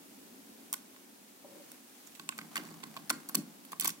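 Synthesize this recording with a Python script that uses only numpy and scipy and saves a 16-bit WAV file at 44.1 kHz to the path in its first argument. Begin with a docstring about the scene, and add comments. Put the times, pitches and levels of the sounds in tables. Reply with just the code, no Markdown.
"""In a small room, a hand-cranked mechanical calculator stands on a wooden table.
A setting lever snaps into its notch and a hand slides round to steady the case. Then the crank makes one turn:
gears rub, pawls click and clack against the case, the table thumps, and the carry levers rattle at the end.
Rubbing and air are coloured noise; each blow joins short noise bursts with fading tones of steel, case and table."""
import sys
import numpy as np
from scipy import signal
from scipy.fft import rfft, irfft, next_fast_len
from scipy.io import wavfile

SR = 44100
rng = np.random.default_rng(int(sys.argv[2]) if len(sys.argv) > 2 else 0)


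def bounce(signal):
    """Save signal as a 16-bit WAV file at the path given by the first command-line argument."""
    frames = np.transpose(np.atleast_2d(signal))
    limited = np.clip(frames, -1, 1)
    pcm = np.round(limited * 32767).astype(np.int16)
    wavfile.write(sys.argv[1], SR, pcm)


N = 176400  # length in samples: 4 s

# How alike left and right are in the air and the room tail: pitch_hz, likeness (0-1)
ALIKE = [(30, 0.16), (120, 1), (300, 0.81), (600, 0.14), (1500, 0.45), (5000, 0.022), (16000, 0.017)]
DETUNE = .021  # random pitch spread of the case, table and hollow tones, as a fraction


def amp(db):
    """Turns decibels into a gain."""
    return 10 ** (np.asarray(db) / 20)


def evened(x):
    """Scales a sound to an rms (average strength) of 1."""
    return x / np.sqrt(np.mean(x ** 2) + 1e-20)


def unit_blow(x):
    """Scales a blow to the energy of 5 ms at rms 1, however long its array is."""
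    return evened(x) * np.sqrt(.005 * SR / x.shape[-1])


def read(points, hz):
    """Reads between the points of a table along a log-frequency axis."""
    f, value = np.transpose(points)
    return np.interp(np.log(hz + 1), np.log(f + 1), value)


def level(points):
    """Makes a gain over the whole scene from (time_s, level_db) points."""
    return amp(np.interp(np.arange(N) / SR, *np.transpose(points)))


def add(mix, s, sound):
    """Mixes a sound into both channels, starting at s seconds."""
    part = mix[:, round(s * SR):][:, :sound.shape[-1]]
    part += sound[..., :part.shape[-1]]


def colour(x, spectrum):
    """Filters x to a (pitch_hz, level_db) spectrum without any sound before its start (minimum phase)."""
    size = next_fast_len(x.shape[-1] + 4096)
    hz = abs(np.fft.fftfreq(size, 1 / SR)) + 1
    octaves_below = np.maximum(np.log2(max(spectrum[0][0], 1) / hz), 0)
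    octaves_above = np.maximum(np.log2(hz / spectrum[-1][0]), 0)
    # beyond both ends it falls 20 dB per octave, down to -100 dB
    db = np.maximum(read(spectrum, hz) - 20 * (octaves_below + octaves_above), -100)
    log_gain = np.log(amp(db))
    response = np.exp(np.conj(signal.hilbert(log_gain)))[:size // 2 + 1]
    return irfft(rfft(x, size) * response, size)[..., :x.shape[-1]]


def noise_pair(size, alike):
    """White noise in two channels; the right one shares the given part of the left one."""
    a, b = rfft(rng.standard_normal((2, size)))
    alike = np.clip(alike, -1, 1)
    return irfft(np.array([a, alike * a + np.sqrt(1 - alike ** 2) * b]), size)


def grainy(size, per_s, spread_db, share, alike=.33):
    """Rubbing noise whose strength follows tiny irregular ticks."""
    tick_t60_s = .012
    tick_gain = amp(spread_db * np.minimum(rng.exponential(1, size), 3))
    ticks = (rng.random(size) < per_s / SR) * tick_gain
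    # each tick leaves a short fading trail
    grain = evened(signal.lfilter([1], [1, -amp(-60 / (tick_t60_s * SR))], ticks))
    return noise_pair(size, alike) * (1 - share + share * grain)


def low_cut(x):
    """A gentle high-pass at 89 Hz keeps the deepest bass out."""
    return signal.sosfilt(signal.butter(2, 89, "high", fs=SR, output="sos"), x)


def ring(modes, t, detune):
    """Fading tones of a struck body, with pitches and levels a little different each time."""
    level_spread_db = 2
    total = 0
    chance = rng.standard_normal((len(modes), 2))
    for k, ((hz, db, t60), (a, b)) in enumerate(zip(modes, chance)):
        fade = amp(db + level_spread_db * b - 60 * t / t60)
        # every other tone starts downwards
        total = total + (-1) ** k * fade * np.sin(2 * np.pi * hz * (1 + detune * a) * t)
    return total


def air():
    """Low room noise and a thin hiss: steady coloured noise with a slowly changing level."""
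    # Colour of the room air: pitch_hz, level_db (per Hz, relative)
    air_colour = [(25, -44), (55, -44), (72, -32), (95, -20), (125, -25), (165, -15), (210, -3), (250, -2),
                  (280, 0), (315, -9), (360, -7), (480, -14), (830, -17), (1100, -22), (3000, -24),
                  (16000, -25)]
    # Its level: time_s, level_db
    air_level = [(0, -55.5), (.65, -56), (1.1, -58.5), (1.85, -59.5), (3, -58.5), (4, -57.5)]
    left_late_s = .00034
    alike = read(ALIKE, np.fft.rfftfreq(N, 1 / SR))
    left, right = evened(colour(noise_pair(N, alike), air_colour))
    return level(air_level) * np.array([np.roll(left, round(left_late_s * SR)), right])


def room(x):
    """Echoes off the room blur into a short tail that swells just after each sound; each pitch fades at its own rate."""
    # Reverberation: pitch_hz, t60_s (time to fade by 60 dB), level_db (relative)
    tail_bands = [(157, 0.78, 4), (397, 0.24, -9), (1050, 0.33, -15), (2900, 0.25, -16.5),
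                  (7600, 0.21, -16.5), (15000, 0.12, -19)]
    gap_s, swell_s = .011, .014
    size = SR * 3 // 5
    noise = noise_pair(size, read(ALIKE, np.fft.rfftfreq(size, 1 / SR)))
    hz, t, z = signal.stft(noise, SR, nperseg=256)
    t60 = read([(f, s) for f, s, _ in tail_bands], hz)[:, None]
    band_gain = amp(read([(f, db) for f, _, db in tail_bands], hz))[:, None]
    shape = amp(-60 * t / t60) * np.clip((t - gap_s) / swell_s, 0, 1)
    # equal energy in every band first, then its level
    shape *= band_gain / np.sqrt(size * np.mean(shape ** 2, axis=1, keepdims=True))
    tail = signal.istft(z * shape, SR, nperseg=256)[1]
    return signal.fftconvolve(x, tail, axes=1)[:, :N]


def hand():
    """The hand slides along the case with a fine rustle, drags as it lets go and bumps it softly with a hollow ring."""
    # Skin sliding on the case: time_s, level_db
    slide_level = [(1.38, -60.5), (1.55, -58), (1.7, -56.5), (1.82, -59.5), (1.95, -57.5), (2.08, -56.5),
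                   (2.2, -58), (2.3, -61)]
    # Colour of the slide: pitch_hz, level_db (per Hz, relative)
    skin_colour = [(500, 0.5), (2000, -2.5), (4500, -4.5), (8000, -3.5), (15500, -5.5)]
    # The palm drags as it lets go: time_s, level_db
    drag_level = [(1.42, -78), (1.45, -56.5), (1.5, -60.5), (1.58, -56.5), (1.66, -66.5), (1.73, -68.5),
                  (1.8, -79)]
    # Colour of the drag: pitch_hz, level_db (per Hz, relative)
    palm_colour = [(200, 0), (330, 2.5), (450, -1), (560, 7.5), (680, -9.5), (950, -8.5), (1600, -19)]
    # Soft bumps as the hand lets go: start_s, level_db
    bumps = [(1.445, -47), (1.521, -59), (1.553, -57), (1.598, -53)]
    # Hollow ring of the bumps: pitch_hz, level_db (relative), t60_s
    hollow_tones = [(549, 3.5, 0.079), (590, 6, 0.064), (790, -4, 0.06), (990, -8, 0.054)]
    rustle = grainy(N, per_s=600, spread_db=2, share=.2, alike=.034)
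    slide = level(slide_level) * evened(colour(rustle, skin_colour))
    drag = level(drag_level) * evened(colour(noise_pair(N, .39), palm_colour))
    out = slide + drag
    t = np.arange(SR // 4) / SR
    for s, db in bumps:
        add(out, s, amp(db) * unit_blow(low_cut(ring(hollow_tones, t, DETUNE))))
    return out


def gears():
    """The gears rub as long as the crank turns: noise roughened by irregular ticks of the teeth."""
    # Friction while the crank turns: time_s, level_db
    friction_level = [(2.2, -80), (2.4, -56), (2.5, -63), (2.55, -50.5), (2.68, -55), (2.8, -58.5),
                      (3.0, -59.5), (3.28, -60), (3.58, -65), (3.66, -64), (3.76, -68), (4, -83)]
    # Colour of the friction: pitch_hz, level_db (per Hz, relative)
    gear_colour = [(60, -19), (110, -11), (200, 16), (450, 2.5), (800, 10.5), (1200, 7.5), (2500, -1),
                   (4500, -0.5), (8000, -3), (15500, -4)]
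    rub = grainy(N, per_s=420, spread_db=3.5, share=.55)
    return level(friction_level) * evened(colour(rub, gear_colour))


def rocking():
    """The machine rocks on the table: a low rumble swells and dies, loose parts chatter and springs jangle."""
    # Rocks: start_s, rumble_db and chatter_db (before fading), swell_s and t60_s of the rumble,
    # spring_db (before halving); in the order start_s, rumble_db, swell_s, t60_s, chatter_db, spring_db
    rocks = [(2.578, -52, 0.011, 0.73, -42, -53), (3.109, -48, 0.0096, .43, -41, -48),
             (3.356, -40, 0.023, 0.3, -47, -58)]
    # Colour of the rumble: pitch_hz, level_db (per Hz, relative)
    rumble_colour = [(40, -34), (100, -33), (165, 4), (240, 3), (320, 3.5), (450, -12.5), (900, -23.5)]
    # Colour of the chatter: pitch_hz, level_db (per Hz, relative)
    chatter_colour = [(250, -16), (500, 4.5), (900, -12), (1400, -5), (2200, 3.5), (4000, -3.5),
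                      (9000, -37)]
    # Tones of the shaken springs: pitch_hz, level_db (relative), t60_s
    spring_tones = [(1060, -3, 0.38), (1330, -8, .3), (1415, 0, 0.44), (1620, -3, 0.5), (1900, -5, 0.42),
                    (2130, -1.5, 0.4)]
    chatter_t60_s, chatter_rise_s = .084, .0016
    out, t = np.zeros((2, N)), np.arange(SR // 2) / SR
    onset = np.minimum(t / chatter_rise_s, 1)
    for s, db, swell, t60, chatter_db, spring_db in rocks:
        shape = np.minimum(t / swell, 1) * amp(-60 * np.maximum(t - swell, 0) / t60)
        rumble = evened(colour(noise_pair(len(t), .97), rumble_colour))
        add(out, s, amp(db) * shape * rumble)

        rattle = grainy(len(t), per_s=170, spread_db=4, share=.85)
        chatter = evened(colour(rattle, chatter_colour))
        add(out, s, amp(chatter_db) * onset * amp(-60 * t / chatter_t60_s) * chatter)

        # slightly different tones left and right
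        jangle = np.array([ring(spring_tones, t, .0051), ring(spring_tones, t, .0043)]) / 2
        add(out, s, amp(spring_db) * onset * jangle)
    return out


def steel_click(t, envelope, ring_db, tick_db):
    """Stiff steel has crowded high tones: three bands of noise bursts, also sent through the ringing frame."""
    # Dense steel tones, lowest group: pitch_hz, level_db (per Hz, relative)
    clack_colour = [(1400, -22), (2100, 3), (2700, 8), (3500, 11), (4350, 6), (5000, 7.5), (6200, -42)]
    # Middle group: pitch_hz, level_db (per Hz, relative)
    ring_colour = [(4000, -39), (5100, -8.5), (6000, -1.5), (7000, -3), (8300, 1), (9800, -9),
                   (11500, -30.5)]
    # Highest group: pitch_hz, level_db (per Hz, relative)
    tick_colour = [(8500, -2), (10200, -3), (12000, -0.5), (14000, -3), (15800, -3.5), (17500, -41)]
    # Strongest tones of the steel frame: pitch_hz, level_db (relative), t60_s
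    frame_tones = [(2700, -2, .018), (4250, 1, .018), (4550, 0, .016), (5400, -2, .016), (5930, 0, .018),
                   (6850, -3, .016), (7780, -1, .016), (8720, -1, .016), (11450, -1, .016),
                   (12150, 0, .016), (13050, -1, .016), (13800, 0, .016), (15250, -1, .016)]
    frame_db, frame_detune = -8, .012
    steel = 0
    for group, db in [(clack_colour, 0), (ring_colour, ring_db), (tick_colour, ring_db + tick_db)]:
        steel = steel + amp(db) * colour(noise_pair(len(t), .6) * envelope, group)
    frame_ring = np.array([ring(frame_tones, t, frame_detune), ring(frame_tones, t, frame_detune)])
    frame = signal.fftconvolve(steel, frame_ring, axes=1)[:, :len(t)]
    return evened(steel) + amp(frame_db) * evened(frame)


def case_knock(t, attack, envelope, hard_db):
    """The case rings in a few tones with an equally strong rattle; a harder knock lifts the higher ones."""
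    # Tones of the case: pitch_hz, level_db (relative, before hardness), t60_s
    case_tones = [(703, -5.5, 0.032), (1015, -1.5, 0.0051), (1086, 0.5, 0.063), (1174, -2.5, 0.024),
                  (1493, -6, 0.056), (1500, -5, 0.046), (2000, -5.5, 0.0066)]
    middle_hz = case_tones[2][0]
    case = [(hz, db + hard_db * np.log2(hz / middle_hz), t60) for hz, db, t60 in case_tones]
    burst = noise_pair(len(t), .6) * envelope
    rattle = colour(burst, [(hz, db) for hz, db, _ in case])
    return evened(ring(case, t, DETUNE) * attack) + evened(rattle)


def table_thump(t, attack):
    """The wooden table answers a blow with low, quickly fading tones."""
    # Tones of the table: pitch_hz, level_db (relative), t60_s
    table_tones = [(162.1, -12.5, 0.15), (231, -8, 0.15), (297, -7, 0.081), (390, -4, .022)]
    return ring(table_tones, t, DETUNE) * attack


def part_note(t, attack, hz):
    """The struck part sounds one short fading note."""
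    part_t60_s = .02
    return np.sin(2 * np.pi * hz * t) * attack * amp(-60 * t / part_t60_s)


def blow(rise, t60, thump_db, knock_db, hard_db, steel_db, ring_db, tick_db, pan_db, part_hz, part_db):
    """Steel strikes steel: a bright click, the note of the struck part, a knock of the case and a thump of the table."""
    thump_trim_db, knock_trim_db, steel_trim_db, part_trim_db = -2, -1, -.5, -2.5
    choke = 1.3  # parts held in contact choke a click faster and faster (power of time)
    crack_db, crack_s = -3, .0005  # each click opens with a very short crack
    t = np.arange(8192) / SR
    rise = max(rise, 1 / SR)
    attack = np.minimum(t / rise, 1) ** 2
    after = np.maximum(t - rise, 0)
    decay = amp(-60 * (after / t60) ** choke) + amp(crack_db) * np.exp(-after / crack_s)
    envelope = attack * decay

    steel = unit_blow(steel_click(t, envelope, ring_db, tick_db))
    knock = unit_blow(case_knock(t, attack, envelope, hard_db))
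    thump = unit_blow(table_thump(t, attack))
    part = unit_blow(part_note(t, attack, part_hz))

    metal = amp(steel_db + steel_trim_db) * steel + amp(knock_db + knock_trim_db) * knock
    metal = metal + amp(part_db + part_trim_db) * part
    # the metal sits to one side, the thump in both channels alike
    sides = amp([[pan_db / 2], [-pan_db / 2]])
    return sides * metal + amp(thump_db + thump_trim_db) * thump


def mechanism():
    """All blows of levers and pawls, each from its own place; they reach the left side slightly late."""
    # Blows inside the machine: start_s, rise_s, click_t60_s, thump_db (table), knock_db (case),
    # hardness (dB per octave), steel_db, ring_over_clack_db, tick_over_ring_db, left_minus_right_db (metal only),
    # part_pitch_hz, part_db; blow() trims the thump, knock, steel and part levels
    blows = [(0.7282, 0.00032, 0.0082, -80, -51, -12, -28.5, 16, 2.5, -3, 1080, -43),
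             (0.7362, 0.00052, .012, -84, -47.5, 1, -38, 8.5, 2, 15.5, 3250, -45.5),
             (0.7394, 0.0019, 0.0081, -69, -50, 14, -39, 11, 3, -17, 1156, -49),
             (0.962, 0.00063, .0135, -88, -54.5, 14, -60, 2, -12, 0, 1050, -71),
             (1.716, 0.0011, 0.014, -64, -66, 2, -46, 10, 2, -2.5, 1450, -58),
             (2.064, 0.01, .027, -64, -65, 0, -50.5, 17, -5, -9, 6850, -56),
             (2.147, 0.0055, 0.041, -75, -80, 5, -52.5, 5, -4, -15, 7800, -59),
             (2.196, 0.0002, 0.017, -47.5, -46, -1, -42.5, 2, -5, -2.5, 1470, -48),
             (2.29, 0.00031, 0.0059, -49.5, -38.5, 14, -29, 6, -11, -3.5, 1060, -44),
             (2.3231, .0003, 0.021, -63, -46.5, 14, -65, 0, -16, -5.5, 2590, -52),
             (2.379, 0.00047, .0135, -64, -58, 4, -44, 13, 2, 3, 4500, -59),
             (2.388, 0.00024, .0135, -43.5, -38, 32, -41, 5, -10, -6, 1250, -40),
             (2.4137, 0.00015, 0.014, -50, -53, -6, -52, -4, 5, -4, 2100, -47),
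             (2.5561, 0.00047, 0.023, -50, -32, 16, -33.5, 12, -3.5, 1, 1530, -37),
             (2.5658, 0.0014, 0.026, -46, -34.5, 5, -34.5, 3.5, 0, -4, 2070, -36),
             (2.5757, 0.0018, 0.019, -62, -43, 13, -40, 9, -6, -6.5, 2880, -33.5),
             (2.582, 0.00045, 0.014, -53, -45, -14, -57, 5, -6, -3, 1280, -48),
             (2.598, 0.00051, 0.011, -44, -63, 9, -63, 0, -10, -4, 1550, -47),
             (2.6452, 0.00066, .012, -49.5, -49.5, -3, -61, 5, -10, -1, 1230, -58),
             (2.651, 0.00053, 0.01, -48, -62, 1, -52, 16, -13, -1, 4500, -60),
             (2.688, 0.00046, 0.014, -50, -52.5, 13, -60, 12, -8, -5, 7840, -55),
             (2.7118, 0.00083, .01, -44.5, -54, -4, -61, 13, -7, -7, 4450, -60),
             (2.7401, 0.00098, .013, -49.5, -63, 4, -56.5, 20, -10, -4, 1160, -57),
             (2.8314, 0.0019, 0.015, -50.5, -53, -3, -54, 0, -6, -14, 1030, -55),
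             (2.836, 0.001, 0.018, -45.5, -42.5, -1, -41.5, 7, -6, -2, 2080, -42.5),
             (2.965, 0.0011, 0.018, -54.5, -44.5, 0, -44.5, 3, 0, -0.5, 1087, -40),
             (2.9723, 0.00021, 0.012, -46, -48.5, -17, -45.5, -3, -12, -7, 1070, -49),
             (3.095, .0009, 0.028, -70, -44, 9, -33, 7, 1, 11, 5330, -38),
             (3.101, 0.00019, 0.0089, -66, -34.5, 8.5, -27.5, 10.5, -10, -7, 4370, -32.5),
             (3.1034, 0.00032, 0.011, -42, -31.5, -3, -32.5, 11, -3, -.5, 1420, -27.5),
             (3.1072, 0.00067, 0.01, -43.5, -43, 6, -33, 10, -1, 6, 650, -41.5),
             (3.2882, 0.00054, 0.025, -45.5, -73, 4, -36, 26, 7, 0, 4400, -48.5),
             (3.2931, 0.0016, .0135, -67, -43.5, 4, -41.5, 4, 7.5, -1.5, 1580, -49),
             (3.346, 0.00069, 0.006, -63, -38.5, 1, -33.5, 14, -6, -4, 1095, -37.5),
             (3.3484, 0.00045, 0.007, -42.5, -46, 5, -34.5, 13, -2, 7, 4420, -35.5),
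             (3.352, 0.00035, 0.013, -36, -43, 6, -20.5, 16.5, -0.5, -3, 2700, -48),
             (3.647, 0.0039, 0.033, -58, -59, 2, -49.5, 3, 10, -3, 1500, -62),
             (3.7185, .0007, 0.033, -52.5, -49, 2, -41, 2, 7.5, -2, 6400, -50),
             (3.7301, 0.00051, 0.018, -49.5, -41, -4, -49, 7, -8, -2, 1100, -37),
             (3.7966, 0.0023, 0.012, -60, -65, 4, -28, 3, 12, -6, 3110, -38),
             (3.8076, 0.00055, 0.0074, -63, -59, 9, -37, 10, 0, 0, 5350, -48),
             (3.809, 0.00041, 0.016, -61, -44.5, 4, -27.5, 19, 6, -1, 5300, -43),
             (3.8148, 0.0011, 0.032, -53, -45, 9, -38, 9, -5, 0, 9100, -43),
             (3.822, .0008, 0.044, -50, -45, 0, -37, 6, -9, -4, 4600, -45),
             (3.833, 0.0017, 0.028, -47, -49, 15, -39.5, 7, 5, 6, 1200, -47),
             (3.8448, .0007, 0.008, -47, -46, 21, -30.5, 7, 14, -7.5, 2270, -41),
             (3.848, 0.00035, 0.018, -46, -38, -1, -33, 14, 3, 4, 4330, -55),
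             (3.8509, 0.00041, 0.0062, -47.5, -38.5, -8, -39, -1, -7, 4, 1310, -49),
             (3.855, 0.00048, .017, -51.5, -39.5, 2, -31.5, 12, 2, -9, 1024, -37),
             (3.856, 0.0012, 0.028, -58, -38, 27, -31, 9, -10, 3, 1630, -48),
             (3.8719, 0.0014, .012, -73, -41, 12, -35, 5, 5, 7, 5000, -41),
             (3.8749, 0.0025, 0.016, -54, -46, -4, -24, 9, 16.5, -4, 6060, -33),
             (3.8792, 0.00059, 0.011, -59, -49, 13, -48, 12, 7, 1, 1035, -41.5),
             (3.8865, .001, 0.0093, -59, -59, 13, -43, 9, -4, 5, 4580, -49),
             (3.891, 0.0008, 0.023, -56, -43, 17, -33.5, 11, -1, 1, 7760, -47),
             (3.9014, 0.0019, .017, -55, -62, 14, -38.5, 11, -5, -7, 5420, -43)]
    left_late_s, late_spread_s = .00018, .00003
    out = np.zeros((2, N))
    for s, *row in blows:
        left, right = blow(*row)
        late_s = left_late_s + late_spread_s * rng.standard_normal()
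        add(out, s, np.array([np.roll(left, round(late_s * SR)), right]))
    return low_cut(out)


def scene():
    """The calculator, the hand and the room; the rocking and the air get no room tail."""
    near = mechanism() + hand() + gears()
    return near + room(near) + rocking() + air()


def record(dry):
    """Takes away the highest treble, above about 16.1 kHz."""
    treble_cut = signal.firwin(255, 16100, window=("kaiser", 9), fs=SR)
    return signal.oaconvolve(dry, treble_cut[None], "same")


dry = scene()
out = record(dry)
bounce(out)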